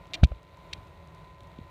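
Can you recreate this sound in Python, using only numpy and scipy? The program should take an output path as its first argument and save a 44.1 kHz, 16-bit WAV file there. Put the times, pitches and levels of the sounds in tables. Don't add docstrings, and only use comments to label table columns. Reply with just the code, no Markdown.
import sys
import numpy as np
from scipy import signal
from scipy.fft import rfft, irfft, next_fast_len
from scipy.io import wavfile
from scipy.ndimage import map_coordinates

SR = 44100
rng = np.random.default_rng(int(sys.argv[2]) if len(sys.argv) > 2 else 0)


def pcm_store(signal):
    levels = np.round(np.clip(np.atleast_2d(signal), -1, 1) * 32767)
    wavfile.write(sys.argv[1], SR, levels.astype(np.int16).T)


N = 74970


def amp(db):
    return 10 ** (np.asarray(db) / 20)


def gain_at(spectrum, hz):
    frequencies, levels = np.transpose(spectrum)
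    return amp(np.interp(np.log(hz + 1), np.log(frequencies + 1), levels))


def wobble(rate):
    return map_coordinates(rng.standard_normal(512), [np.arange(N) * rate / SR], mode="wrap")


def noise(spectrum):
    size = next_fast_len(N + SR // 2)
    hz = np.fft.rfftfreq(size, 1 / SR)
    shaped = irfft(rfft(rng.standard_normal(size)) * gain_at(spectrum, hz), size)[:N]
    return shaped / np.sqrt(np.mean(shaped ** 2) + 1e-20)


def pulse(spectrum, pitch=1, cutoff_hz=SR, size=8192):
    hz = np.fft.rfftfreq(size, 1 / SR)
    magnitude = gain_at(spectrum, hz / pitch) / (1 + (hz / cutoff_hz) ** 2)
    cepstrum = irfft(np.log(magnitude))
    cepstrum[1:size // 2] *= 2
    cepstrum[size // 2 + 1:] = 0
    wave = irfft(np.exp(rfft(cepstrum)))
    return wave / np.abs(wave).max()


def ring(modes, t, pitch=1):
    return sum(amp(db - 60 * t / t60) * np.sin(2 * np.pi * hz * pitch * t) for hz, db, t60 in modes)


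def add(track, start_s, sound):
    part = track[round(start_s * SR):][:len(sound)]
    part += sound[:len(part)]


# (frequency [Hz], relative spectral density [dB])
ROOM_SPECTRUM = [(20, -25), (45, -1.5), (75, 0), (130, -5.5), (170, -4.5), (220, -18.5), (330, -12),
                 (450, -15), (650, -12), (800, -19), (950, -10.5), (1150, -21.5), (1400, -20.5),
                 (1700, -28.5), (2100, -22), (3100, -31), (3900, -30.5), (5200, -41.5), (6500, -42),
                 (10000, -47.5), (15000, -48.5)]
# (frequency [Hz], rms level [dB], modulation rate [Hz])
HUM_TONES = [(80.7, -60.5, 8.6), (164.4, -63, 5.24), (560.7, -66, 7), (1017, -61, 7.1), (1876, -74, 13),
             (2135, -85, 17)]
# (time [s], relative level [dB])
ROOM_SWELL = [(0.0, -52.5), (0.434, -55.5), (0.766, -52.5), (1.7, -53)]
def room_tone():
    t = np.arange(N) / SR
    hiss = amp(-51 + 1.15 * wobble(rate=8.9)) * noise(ROOM_SPECTRUM)
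    hum = np.zeros(N)
    for hz, db, rate in HUM_TONES:
        rms = amp(db + 1.8 * wobble(rate))
        phase_drift = .65 * wobble(2 * rate)
        hum += rms * np.sqrt(2) * np.sin(2 * np.pi * hz * t + phase_drift)
    times, levels = np.transpose(ROOM_SWELL)
    swell_db = np.interp(t, times, levels)
    return amp(swell_db - np.median(swell_db)) * (hiss + hum)


# (frequency [Hz], relative level [dB])
GRAIN_SPECTRUM = [(500, -37), (1700, -9), (2300, -2.5), (3100, -7.5), (3900, -0.5), (5000, -21),
                  (10000, -29.5)]
def crackle(grains_per_s=150, peak_db=-55.5, spread_db=2):
    onsets = rng.random(N) < grains_per_s / SR
    strengths = amp(peak_db + spread_db * np.clip(rng.standard_normal(N), -2, 2))
    return signal.fftconvolve(onsets * strengths, pulse(GRAIN_SPECTRUM))[:N]


# (time before the delay [s], peak level [dB])
TICK_EVENTS = [(0.0693, -48), (0.2702, -52), (0.4303, -49), (0.5705, -48), (0.8712, -51), (1.073, -48),
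               (1.1478, -47), (1.4056, -48), (1.4329, -48.5), (1.471, -51)]
# (frequency [Hz], relative level [dB])
TICK_SPECTRUM = [(500, -20), (3000, 3), (6500, 4), (10000, -4.5), (15000, -12.5)]
def ticks(delay_s=.0015):
    track, tick = np.zeros(N), pulse(TICK_SPECTRUM)
    for start_s, db in TICK_EVENTS:
        add(track, start_s + delay_s, amp(db) * tick)
    return track


# (time [s], level [dB])
RUB_ENVELOPE = [(.09, -85), (.116, -56.5), (.145, -51), (0.179, -52), (0.222, -55.5)]
# (frequency [Hz], relative spectral density [dB])
RUB_SPECTRUM = [(100, -20), (260, -6), (340, 0), (460, -25), (660, 0.5), (820, -12), (2000, -19),
                (8000, -46)]
def finger_rub():
    times, levels = np.transpose(RUB_ENVELOPE)
    envelope = np.interp(np.arange(N) / SR, times, amp(levels), left=0, right=0)
    return envelope * noise(RUB_SPECTRUM)


# (time [s], peak level before the decay [dB], pitch [ratio], cutoff [Hz])
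HAND_BUMPS = [(0.2187, -20, 0.55, 109), (0.2321, -1, 0.94, 358), (0.2472, -11.5, 1.5, 68.6),
              (0.3138, -21.5, 0.96, 45), (0.353, -37, 1.05, 60), (0.782, -42, 1.3, 81),
              (1.423, -40.5, 1.7, 130), (1.5881, -31.5, 3.2, 450), (1.612, -36, 1.24, 118)]
# (frequency [Hz], relative level [dB])
THUD_SPECTRUM = [(10, -21.5), (25, -14), (42, -2), (62, 2), (100, -4), (135, -10.5), (190, -9.5),
                 (250, -22), (350, -29.5), (700, -44.5), (2000, -53)]
# (time [s], gain [dB], pitch [ratio], rise time [s])
HARD_KNOCKS = [(.2346, -18, 1.0, .0002), (.3175, -21, .88, .0025)]
# (frequency [Hz], relative level [dB], 60 dB decay time [s])
CASE_MODES = [(671, 4, 0.011), (1416, 3.5, 0.0057), (2500, -30, 0.0078)]
def hand_bumps(decay_t60_s=.16):
    track, t = np.zeros(N), np.arange(SR // 10) / SR
    thud_decay = amp(-60 * t / decay_t60_s)
    for start_s, db, pitch, cutoff_hz in HAND_BUMPS:
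        thud = pulse(THUD_SPECTRUM, pitch, cutoff_hz)[:len(t)]
        add(track, start_s, amp(db) * thud_decay * thud)
    for start_s, db, pitch, rise_s in HARD_KNOCKS:
        attack = 1 - np.exp(-(t / rise_s) ** 2)
        add(track, start_s, amp(db) * attack * ring(CASE_MODES, t, pitch))
    return track


# (time [s], relative level [dB], pitch [ratio])
SHELL_SLIPS = [(.056, -45, .8), (.13567, -19, .92), (.13987, -21, .93), (.14318, -17, .96),
               (.14536, -24, .98), (.1474, -24, .87), (.14933, -31, .83), (.14985, -28, .91),
               (.15107, -28, .92), (.15234, -30, .89), (.1532, -26, .81), (.15493, -30, .96),
               (.23469, -23, .72), (.23811, -21, .88), (.23894, -18, .94), (.23942, -18, .98),
               (.23973, -25, .85), (.24212, -32, .98), (.24463, -27, .97), (.24515, -22, 1.01),
               (.24544, -27, .99), (.3208, -44, .62), (.73058, -28, .78), (.73096, -32, .87),
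               (.73246, -26, .79), (.73388, -20, 1.0), (.73443, -28, 1.06), (.7351, -27, 1.03),
               (.73599, -32, 1.09), (.73867, -37, .84), (1.4065, -46, .85), (1.587, -47, .85)]
# (frequency [Hz], relative level [dB])
SNAP_SPECTRUM = [(200, -35), (900, -21), (1650, -17), (2350, 1), (3100, 0), (4200, 4.5), (5300, -6.5),
                 (6500, -16.5), (8000, -15.5), (10500, -33.5), (15000, -32)]
# (frequency [Hz], relative level [dB], 60 dB decay time [s])
SHELL_MODES = [(2430, -23.5, 0.038), (2810, -17.5, .02), (3180, -28.5, 0.06), (3730, -27, 0.013),
               (4540, -30, 0.017), (5690, -28, 0.013)]
def shell_creaks(gain_db=-1, scatter_db=-15, scatter_t60_s=.015):
    track = np.zeros(N)
    for start_s, db, pitch in SHELL_SLIPS:
        snap = pulse(SNAP_SPECTRUM, pitch)
        t = np.arange(len(snap)) / SR
        reflections = rng.standard_normal(len(t)) * amp(-60 * t / scatter_t60_s)
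        scatter = signal.fftconvolve(reflections, snap / np.linalg.norm(snap))[:len(t)]
        click = snap + ring(SHELL_MODES, t) + amp(scatter_db) * scatter
        add(track, start_s, amp(db + gain_db) * click)
    return track


def scene():
    return (room_tone() + crackle() + ticks() + finger_rub() + hand_bumps() + shell_creaks())[None]


def record(dry, low_cut_hz=30, top_hz=15600):
    size = next_fast_len(N + SR // 2)
    hz = np.fft.rfftfreq(size, 1 / SR)
    high_pass = hz ** 4 / (hz ** 4 + low_cut_hz ** 4)
    return irfft(rfft(dry, size) * high_pass * (hz < top_hz), size)[..., :N]


dry = scene()
out = record(dry)
pcm_store(out)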